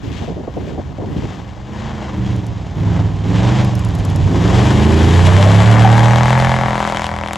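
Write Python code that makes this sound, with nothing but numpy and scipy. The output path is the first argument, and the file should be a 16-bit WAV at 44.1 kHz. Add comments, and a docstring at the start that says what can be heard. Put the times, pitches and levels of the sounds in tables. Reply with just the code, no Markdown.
"""A V8 pickup blips its throttle across an open snowy field, then revs to about 5000 rpm in one long pull
and slides past the microphone pair, 13 m away at the nearest, with spinning tyres.
Engine orders sent through pipe resonances boom and drone, pulses and puffs of noise rasp, and at full revs
a hard bark cracks once in every engine cycle. Blurred tones make the tread's howl, grains and hiss the snow.
Filtered noise makes the wind, which buffets the microphone at first, while the truck is far off."""
import sys
import numpy as np
from scipy import signal
from scipy.fft import rfft, irfft
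from scipy.io import wavfile
from scipy.ndimage import uniform_filter1d

SR = 44100
rng = np.random.default_rng(int(sys.argv[2]) if len(sys.argv) > 2 else 0)


def bounce(signal):
    """Save signal as a 16-bit WAV file at the path given by the first command-line argument."""
    frames = np.transpose(np.atleast_2d(signal))
    limited = np.clip(frames, -1, 1)
    pcm = np.round(limited * 32767).astype(np.int16)
    wavfile.write(sys.argv[1], SR, pcm)


N = 325149
TIME = np.arange(N) / SR
FREQ = np.fft.rfftfreq(N, 1 / SR)

# engine speed is in four-stroke cycles per second (eight firings each)
IDLE_HZ, RISE_HZ_PER_S, HOLD_S, SAG_HZ_PER_S = 18, 14, .06, 12.5
# the truck comes in at a steady pace, then counts as near
START_M, APPROACH_M_PER_S, NEAR_M = 59.2, 10.37, 13.1
# the pedal is floored, held and eased off
FLOOR_AT, FLOOR_S, EASE_AT, EASE_S = 4.4, 0.8, 6.67, 0.43  # all in seconds
# the once-a-cycle crack takes over from the rasp: start and time constant in s, power share before and after
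CRACKS_FROM, CRACKS_GROW_S, CRACKS_BEFORE, CRACKS_AFTER = 5.1, 0.65, .06, 0.9
CRACK_AT = 6.7552  # the moment of one crack (s); the others follow the engine cycle
PULSE_SHARE = .3  # share of the rasp's power that is clean pulses at top speed
EDGE_HZ = 15800  # upper band limit of the sound
BOOM, DRONE, RASPING, SNOW = range(4)  # the layers, in the order of the level columns


def gain_of(db):
    """Decibels to amplitude."""
    return 10 ** (np.asarray(db) / 20)


def evened(x):
    """Scales to rms 1."""
    return x / np.sqrt(np.mean(x ** 2) + 1e-20)


def steadied(x, seconds=0.11):
    """Scales to a running rms of 1, so that a level curve can play it."""
    size = int(seconds * SR)
    power = np.mean(np.atleast_2d(x) ** 2, 0)
    power = uniform_filter1d(uniform_filter1d(power, size), size // 2)
    return x / np.sqrt(abs(power) + 1e-14)


def curve(table, axis=1):
    """One column of a time table, at every sample."""
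    table = np.array(table)
    return np.interp(TIME, table[:, 0], table[:, axis])


def read(points, hz):
    """A spectrum, joined on a log-frequency axis."""
    f, value = np.transpose(points)
    return np.interp(np.log(hz + 1), np.log(f + 1), value)


def coloured(x, spectrum):
    """Causal minimum-phase filter with the given spectrum: sharp front, ringing behind."""
    log_gain = np.log(gain_of(read(spectrum, abs(np.fft.fftfreq(4096, 1 / SR)))))
    taps = np.fft.ifft(np.exp(np.conj(signal.hilbert(log_gain)))).real
    return signal.oaconvolve(np.atleast_2d(x), taps[None], axes=1)[:, :N]


def lows(x, hz, steepness):
    """What lies below a cutoff, without delay."""
    return irfft(rfft(x) / (1 + (FREQ / hz) ** steepness), N)


# Left-right likeness of the sound by frequency. Each row: frequency in Hz, likeness (clipped to -1..1).
SAME = [(60, 1), (400, 0.47), (1400, 1.34), (3100, 3), (7000, 2), (9000, -1.7), (11000, 0.9), (13000, -.5)]


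def paired(a, b):
    """Two unrelated signals become a left-right pair, alike in the bass and of varying likeness above."""
    same = np.clip(read(SAME, FREQ), -1, 1)
    mid = rfft(a) * np.sqrt((1 + same) / 2)
    side = rfft(b) * np.sqrt((1 - same) / 2)
    return irfft(np.array([mid + side, mid - side]), N)


def noise():
    """White noise with this left-right likeness."""
    return paired(*rng.standard_normal((2, N)))


def drift(rate):
    """Smooth chance of rms 1 that changes about `rate` times a second."""
    points = rng.standard_normal(4096)
    path = np.interp(TIME * rate, np.arange(len(points)), points)
    return evened(uniform_filter1d(path, int(SR / rate / 2) + 1))


def strikes(times, sizes):
    """A train of single clicks."""
    train = np.zeros(N)
    places = np.round(np.asarray(times) * SR).astype(int)
    np.add.at(train, np.clip(places, 0, N - 1), sizes)
    return train


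def dying(train, seconds):
    """Each click starts an exponential decay."""
    return signal.lfilter([1], [1, -np.exp(-1 / (seconds * SR))], train)


def dispersed(x, hz=750, width_hz=800):
    """All-pass: delays the parts of a pulse near its centre frequency and below more than the highs."""
    r = np.exp(-np.pi * width_hz / SR)
    poles = np.array([1, -2 * r * np.cos(2 * np.pi * hz / SR), r * r])
    return signal.lfilter(poles[::-1], poles, x)


def ramp(start, seconds):
    """Rises evenly from 0 to 1."""
    return np.clip((TIME - start) / seconds, 0, 1)


def held(start, end, attack_s, release_s):
    """Attack, hold and exponential release."""
    return ramp(start, attack_s) * np.exp(-np.maximum(TIME - end, 0) / release_s)


def distance():
    """Metres from the microphones to the approaching truck, held at its nearest."""
    return np.maximum(START_M - APPROACH_M_PER_S * TIME, NEAR_M)


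# Throttle blips on the way in. Each row: opens in seconds, shuts in seconds, top speed in cycles per second,
# then relative levels of boom, drone, rasp and snow spray in dB.
BLIPS = [(-0.03, 0.23, 21, -28, -31, -40.5, -46), (0.478, 0.7, 20, -36, -33, -45, -52.5),
         (1.016, 1.351, 20.3, -43, -31, -37, -50.5), (1.635, 1.89, 27.6, -29.5, -29, -31.5, -49.5),
         (1.874, 2.054, 25, -50, -29, -27.5, -50), (2.087, 2.321, 24.2, -18, -22, -35, -47.5),
         (2.717, 2.996, 21.6, -14, -22.5, -29, -50.5), (3.204, 3.62, 25, -14, -18, -23, -40.5)]
# The long pull past the microphones. Each row: time in seconds, engine speed in cycles per second.
PULL_SPEED = [(4.21, 18.0), (4.4, 21.2), (4.68, 25.0), (4.9, 27.3), (5.05, 28), (5.4, 32.5), (5.7, 36.79),
              (5.9, 37.81), (6.1, 39.29), (6.35, 42.37), (6.5, 42.78), (6.7, 41.67), (7.05, 41.74),
              (7.25, 40.83), (7.37, 42.2)]


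def engine_speed():
    """Cycles per second: each blip winds the engine up, holds and lets it sag, until the long pull takes over."""
    speed = np.full(N, float(IDLE_HZ))
    for _, shuts, top_hz, *_ in BLIPS:
        below_rising = RISE_HZ_PER_S * np.maximum(shuts - HOLD_S - TIME, 0)
        below_sagging = SAG_HZ_PER_S * np.maximum(TIME - shuts, 0)
        speed = np.maximum(speed, top_hz - below_rising - below_sagging)
    return np.where(TIME < PULL_SPEED[0][0], speed, curve(PULL_SPEED))


def crank(waver=0.00299):
    """Engine cycles turned, counted from one crack; the speed wavers slightly until the cracks set in."""
    wavering = 1 + waver * drift(25) * (TIME < CRACKS_FROM)
    turns = np.cumsum(engine_speed() * wavering) / SR
    return turns - np.interp(CRACK_AT, TIME, turns)


def firings(turns, count):
    """Times and running numbers of `count` evenly spaced events in each cycle."""
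    number = np.arange(np.ceil(turns[0] * count), turns[-1] * count)
    return np.interp(number / count, turns, TIME), number.astype(int)


def load():
    """0 at part throttle, 1 flat out."""
    return ramp(FLOOR_AT, FLOOR_S) - ramp(EASE_AT, EASE_S)


def throttle(attack_s=0.074, release_s=0.056, blip=0.49):
    """How far the throttle is open: each blip, then the long pull."""
    blips = sum(held(opens, shuts, attack_s, release_s) for opens, shuts, *_ in BLIPS)
    return load() + blip * blips


def turbulence(idle=0.22, fade_hz=6, far=0.99):
    """Power share of the exhaust that is noise: most at low revs and from afar."""
    slow = idle * np.exp((IDLE_HZ - engine_speed()) / fade_hz)
    return np.clip(slow + far * (distance() / START_M) ** 4, 0, 1)


def crack_share():
    """Share of the rasp's power that lies in the once-a-cycle crack."""
    grown = 1 - np.exp(-np.maximum(TIME - CRACKS_FROM, 0) / CRACKS_GROW_S)
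    return np.clip(CRACKS_BEFORE + (CRACKS_AFTER - CRACKS_BEFORE) * grown, 0, 1)


# How boom, drone, rasp and snow spray answer, one row each: relative coasting level when near in dB,
# loss per doubling of distance in dB, attack in seconds, release in seconds.
RESPONSE = [(-12.5, 12.3, 0.16, 0.25), (-21.5, 9.2, 0.084, 0.16), (-27.5, 6.86, 0.23, 0.091),
            (-44, 7.9, 0.17, 0.078)]
# Loudness of the long pull. Each row: time in seconds, relative levels of boom, drone, rasp and spray in dB.
PULL_DB = [(4.25, -9.5, -27, -30.5, -44.5), (4.3, -19, -16.5, -27, -46), (4.58, -11.5, -16, -19.5, -35),
           (4.88, -13, -12.5, -23, -37), (5.24, -8.5, -16.5, -21, -32.5), (5.83, -8, -15.5, -18.5, -34.5),
           (6.43, -14.5, -23.5, -17, -35.5), (6.67, -23.5, -24.5, -19, -41.5), (6.81, -34, -26, -19, -38),
           (7.06, -33, -32, -23, -36), (7.13, -25.5, -31.5, -24.5, -47), (7.35, -40, -31, -26.5, -39.5)]


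def loudness(layer, handover_s=0.032):
    """Gain of one layer: coasting grows as the truck nears, blips add their power, then the long pull."""
    coast_db, doubling_db, attack_s, release_s = RESPONSE[layer]
    power = gain_of(coast_db - doubling_db * np.log2(distance() / NEAR_M)) ** 2
    for opens, shuts, _, *levels_db in BLIPS:
        power = power + (gain_of(levels_db[layer]) * held(opens, shuts, attack_s, release_s)) ** 2
    pulling = ramp(PULL_DB[0][0] - handover_s, handover_s)
    return (1 - pulling) * np.sqrt(power) + pulling * gain_of(curve(PULL_DB, axis=layer + 1))


def field(x, t60=0.43, wet_db=-23):
    """Faint, dull scatter from the snow banks and the trees: sparse random echoes that die away."""
    t = TIME[:SR]
    sparse = rng.standard_normal((2, SR)) * (rng.random((2, SR)) < 2000 / SR)
    taps = uniform_filter1d(sparse * gain_of(-60 * t / t60) * (t > .006), size=6)
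    scatter = signal.fftconvolve(x, taps / np.linalg.norm(taps[0]), axes=1)[:, :N]
    return x + gain_of(wet_db) * scatter


# Spectra of wind in the buffets and of low rumble. Each row: frequency in Hz, relative level in dB.
GUST = [(20, -20), (60, 6), (130, 1.5), (300, -0.5), (650, -3.5), (1050, -14), (1600, -36), (4000, -78)]
RUMBLE = [(15, -18), (30, -0.5), (50, 14.5), (70, 20.5), (110, 14), (300, -56)]
# Wind buffets on the microphone. Each row: start in seconds, length in seconds, level in dB,
# reach in the treble in Hz.
BUFFETS = [(0.028, 0.095, -25, 350), (0.212, 0.026, -23, 900), (0.274, 0.049, -23, 745),
           (0.357, 0.053, -24, 550), (0.43, .008, -23, 950), (0.474, .008, -19, 1050),
           (0.564, 0.015, -18.5, 750), (0.597, 0.16, -26, 454), (0.774, 0.023, -20.5, 990),
           (.8, 0.145, -29.5, 252), (0.981, 0.067, -23.5, 800), (1.058, 0.084, -23.5, 300),
           (1.158, 0.038, -18.5, 300), (1.221, 0.039, -21.5, 353)]


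def wind(apart=0.4, low_hz=75, rise_s=0.005, fall_s=0.011, rumble_db=-33):
    """Low rumble and abrupt buffets of band-passed noise, each with its own length and brightness."""
    air = coloured(noise() + apart * rng.standard_normal((2, N)), GUST)
    out = gain_of(rumble_db) * steadied(coloured(noise(), RUMBLE))
    for start, length, db, top_hz in BUFFETS:
        band = signal.butter(2, [low_hz, top_hz], "bandpass", fs=SR, output="sos")
        buffet = steadied(signal.sosfilt(band, air), seconds=0.055)
        out += buffet * held(start, start + length, rise_s, fall_s) * gain_of(db)
    return out


# Sharp bright ticks; the last three are the bright edge of exhaust cracks.
# Each row: time in seconds, relative peak in dB.
TICKS = [(2.362, -36), (2.466, -33), (3.647, -26), (3.753, -26), (3.793, -28), (3.848, -27), (3.8876, -34),
         (3.952, -29), (3.988, -33), (4.0506, -25), (4.1, -33), (4.16, -25), (6.3849, -29), (7.0414, -37),
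         (7.0658, -33), (7.332, -19.5)]


def ticks(ring_s=0.0024, low_hz=4000, high_hz=11000):
    """Short bright snaps: bursts of band-passed noise with a slightly soft front."""
    times, db = np.transpose(TICKS)
    band = signal.butter(4, [low_hz, high_hz], "bandpass", fs=SR, output="sos")
    snaps = uniform_filter1d(dying(strikes(times, gain_of(db)), ring_s), size=120)
    return evened(signal.sosfilt(band, noise())) * snaps


def churn(lead_s=0.74, dig_s=0.16, dig_db=-20, release_s=0.51, roll_db=-28, roll_release_s=0.2):
    """The tyres rumble through deep snow, hardest as they dig in at the start of the pull."""
    digging = gain_of(dig_db) * held(FLOOR_AT - lead_s, FLOOR_AT + dig_s, lead_s, release_s)
    rolling = gain_of(roll_db) * held(FLOOR_AT, EASE_AT, FLOOR_S, roll_release_s)
    return np.hypot(digging, rolling) * steadied(coloured(noise(), RUMBLE))


# Spectrum of thrown snow close to the microphones. 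Each row: frequency in Hz, relative level in dB.
SPRAY = [(500, -19), (1500, 1.5), (3200, 7.5), (4300, -0.5), (5600, -3.5), (7300, -4.5), (8500, -4.5),
         (11500, -17.5), (13000, -34), (16000, -48)]


def spray(turns, grains_per_s=1800, spread_db=5.0, grain_share=0.23, surge_db=1.9, chuff=5, eased_chuff=9,
          chuff_s=0.00074, slap_s=.0141, slap=0.36, far_hz=8000, level_db=6.0):
    """Hiss and grains of thrown snow and exhaust gas, duller from afar; each crack adds a double chuff."""
    grains = (rng.random((2, N)) < grains_per_s / SR) * rng.choice([-1, 1], (2, N))
    grain_db = spread_db * np.minimum(rng.exponential(1, (2, N)), 5)
    grains = paired(*(grains * gain_of(grain_db)))
    fizz = np.sqrt(grain_share) * evened(grains) + np.sqrt(1 - grain_share) * noise()
    times, _ = firings(turns, count=1)
    bursts = dying(strikes(times, 0.94) + strikes(times + slap_s, slap), chuff_s)
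    # the chuffs are harder as the pedal is eased
    chuffs = 1 + (chuff + eased_chuff * (1 - load())) * crack_share() * bursts
    sound = steadied(coloured(fizz * chuffs * gain_of(surge_db * drift(45)), SPRAY))
    far = lows(sound, far_hz, steepness=10)
    nearness = np.interp(TIME, [0, 3, 5.2], [.05, .2, 1])
    return (far + nearness * (sound - far)) * loudness(SNOW) * gain_of(level_db)


# Howl of the spinning tread. Each row: time in seconds, pitch in Hz, relative level in dB.
TREAD = [(4.2, 330, -35.5), (4.6, 402, -24.5), (5.1, 510, -37), (5.4, 596.3, -28), (5.65, 704, -29),
         (5.85, 775, -28.5), (6.05, 830, -23.5), (6.3, 860, -26), (6.7, 880, -32)]


def tread(blur=110, octave_db=-9, attack_s=0.077, release_s=0.071, level_db=1):
    """Tread blocks scrape packed snow as the wheels spin: a blurred tone and octave rise with wheel speed."""
    angle = 2 * np.pi * np.cumsum(curve(TREAD)) / SR

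    def blurred(k):
        wander = drift(k * blur) + 1j * drift(k * blur)
        return (wander * np.exp(1j * k * angle)).real

    howl = blurred(1) + gain_of(octave_db) * blurred(2)
    spinning = held(TREAD[0][0] - attack_s, TREAD[-1][0], attack_s, release_s)
    return spinning * howl * gain_of(curve(TREAD, axis=2) + level_db)


# Brief yelps in the howl. Each row: start in seconds, length in seconds, middle pitch in Hz, level in dB.
YELPS = [(5.272, 0.028, 620, -20), (5.369, 0.038, 600, -18.5), (5.457, 0.016, 630, -14),
         (5.582, .025, 670, -21), (5.69, 0.041, 690, -23), (5.796, 0.016, 700, -18),
         (5.845, 0.02, 780, -9.5), (5.982, 0.011, 790, -13)]


def yelps(droop=.06, rough=0.65, attack_s=.002, release_s=0.0041):
    """The tread's howl flares into short, rough tones that droop in pitch."""
    out = np.zeros(N)
    for start, length, hz, db in YELPS:
        turns = np.cumsum(hz * (1 + droop * (.5 - ramp(start, length)))) / SR
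        envelope = held(start, start + length, attack_s, release_s)
        out += gain_of(db) * envelope * np.sin(2 * np.pi * turns)
    return out * (1 + rough * drift(300))


# Spectrum of the crack. Each row: frequency in Hz, relative level in dB.
CRACK = [(40, -32), (130, -8), (300, -1.5), (420, -7.5), (560, 2), (800, 3.5), (1050, 1), (1350, -6.5),
         (1700, -6.5), (2250, -6), (2450, -15.5), (3100, -27), (3400, -22), (4000, -22.5), (4600, -40),
         (5300, -33), (8000, -49), (14000, -52)]


def cracks(turns, erratic_db=2, echo_s=0.00526, echo=0.52, second_s=.0141, second=0.45,
           spit=0.027, spit_s=0.013):
    """One cylinder barks far harder than the rest, erratically at first; duller, weaker slaps follow."""
    times, _ = firings(turns, count=1)
    spread_db = erratic_db * np.interp(times, [5.8, 6.1], [1, 0])
    sizes = gain_of(spread_db * rng.standard_normal(len(times)))
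    train = strikes(times, sizes)
    # below top revs two more pulses in each cycle crack as well: a snarl
    snarl = sizes * np.interp(times, [5.75, 6.15], [1, 0])
    for place, size in [(.34, 0.53), (.625, 0.85)]:
        train = train + strikes(times + place * np.gradient(times), size * snarl)
    slaps = strikes(times + echo_s, echo * sizes) + strikes(times + second_s, second * sizes)
    pulses = dispersed(train + uniform_filter1d(slaps, size=14))
    drive = pulses + spit * noise() * dying(train, spit_s)
    return steadied(coloured(drive, CRACK)) * np.sqrt(crack_share()) * loudness(RASPING)


# Blow-downs of the eight cylinders in one cycle: a single list of relative strengths in dB.
CYLINDERS = [-2, -3, -1, -1, -2.5, 1, -9, -15]
# Spectrum of the rasp. Each row: frequency in Hz, relative level in dB.
RASP = [(200, -31.5), (400, 0), (550, 2.5), (800, 3), (1050, -0.5), (1350, -10), (1700, -8.5),
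        (2200, -12.5), (2600, -16), (3200, -13), (4200, -19.5), (7000, -22.5), (14000, -59.5)]


def rasp(turns, uneven_db=3, puff_s=0.0081, steady=0.77, round_trip_s=0.00393, reflection=0.036,
         bark_hz=1800, bark=1.0, level_db=-0.96):
    """Every firing sends a pressure pulse and a puff of hiss from the pipe; pulses stand out at high revs."""
    times, number = firings(turns, count=8)
    strength_db = np.array(CYLINDERS)[number % len(CYLINDERS)]
    strength_db = strength_db + uneven_db * rng.standard_normal(len(times))
    train = strikes(times, gain_of(strength_db))
    puffs = steadied(coloured(noise() * (steady + dying(train, puff_s)), RASP))
    pulses = steadied(coloured(dispersed(train), RASP))
    speed = engine_speed()
    share = PULSE_SHARE * (speed / speed.max()) ** 2
    sound = np.sqrt(1 - share) * puffs + np.sqrt(share) * pulses
    # the wave runs back along the pipe and comes out again: hollow peaks
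    sound = sound + reflection * np.roll(sound, round(round_trip_s * SR), axis=1)
    # an open throttle steepens the pulses and brightens the bark
    bright = signal.lfilter(*signal.iirpeak(bark_hz, Q=1.6, fs=SR), sound)
    sound = steadied(sound + bark * throttle() * bright)
    return sound * np.sqrt(1 - crack_share()) * loudness(RASPING) * gain_of(level_db)


# Engine orders from uneven firing in the two cylinder banks. Each row: multiple of the cycle rate,
# relative level at part throttle in dB, relative level flat out in dB.
ORDER_DB = [(1, -20, -24), (2, -8, -7), (3, -9.5, 10), (4, -8, -3.5), (5, 0, 2), (6, -13, -3.5),
            (7, -8.5, -17.5), (8, 3, -1.5), (9, -3, -16), (10, -12.5, -10.5), (11, -7.5, -0.5),
            (12, -5, -0.5), (13, 1.5, -9.5), (14, -5.5, 3.5), (15, -6, 2), (16, -7, -4), (17, -2, -12),
            (18, -0.5, -20), (19, -4, -7), (21, 0.5, 7.5), (23, -2, 1), (26, 2.5, 2)]
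# Response of the exhaust pipe. Each row: frequency in Hz, relative level in dB.
PIPE = [(25, -34), (55, -10), (82, -3.5), (115, -2.5), (152, -7.5), (195, -3.5), (255, -11.5), (305, -8),
        (345, -15.5), (400, -16), (560, -25.5), (900, -56.5)]


def exhaust(turns, flutter=0.19, split_hz=150, boom_db=-0.03, drone_db=-0.8):
    """Engine orders and turbulence sweep through the pipe's resonances: a low boom and a drone above it."""
    speed, rough, flat_out = engine_speed(), turbulence(), load()
    tone = np.zeros(N)
    for k, part_db, full_db in ORDER_DB:
        order_db = part_db + flat_out * (full_db - part_db)
        size = gain_of(order_db + read(PIPE, k * speed))
        wave = np.cos(2 * np.pi * (k * turns + rng.random()))
        tone += size * (1 + flutter * drift(22)) * wave
    hiss = evened(coloured(noise(), PIPE))
    gas = np.sqrt(1 - rough) * steadied(tone) + np.sqrt(rough) * hiss
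    low = lows(gas, split_hz, steepness=12)
    boom = steadied(low) * loudness(BOOM) * gain_of(boom_db)
    drone = steadied(gas - low) * loudness(DRONE) * gain_of(drone_db)
    return boom + drone


# Where the truck is heard. Each row: time in seconds, left minus right in dB.
PAN = [(0, 8), (1.75, 2.5), (2.25, -1), (2.75, 0), (3.3, -2.2), (4.75, 2), (5.75, 2), (6.75, 1.5),
       (7.37, 2.5)]


def scene():
    """The truck in the open field, faint at first, and the wind at the microphone."""
    turns = crank()
    truck = spray(turns) + tread() + yelps() + cracks(turns) + rasp(turns)
    pan_db = curve(PAN) / 2
    truck = truck * gain_of(np.array([pan_db, -pan_db]))
    return wind() + churn() + field(ticks() + truck + exhaust(turns))


# Difference in colour between the channels. Each row: frequency in Hz, left minus right in dB.
TILT = [(60, -2), (130, -2.5), (290, -.5), (640, 0), (1410, 6.5), (3100, 0), (6820, 1), (15000, -3.5)]


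def record(dry):
    """Left and right differ in colour; only the highest peaks are rounded off; then the band limit."""
    tilt_db = read(TILT, FREQ) / 2
    x = irfft(rfft(dry) * gain_of(np.array([tilt_db, -tilt_db])), N)
    knee, room = .68, .29  # where rounding starts and the room above it, full scale 1
    rounded = room * np.tanh(np.maximum(abs(x) - knee, 0) / room)
    x = np.clip(x, -knee, knee) + np.sign(x) * rounded
    band_limit = signal.firwin(511, EDGE_HZ, window=("kaiser", 9), fs=SR)
    return signal.oaconvolve(x, band_limit[None], "same")


dry = scene()
out = record(dry)
bounce(out)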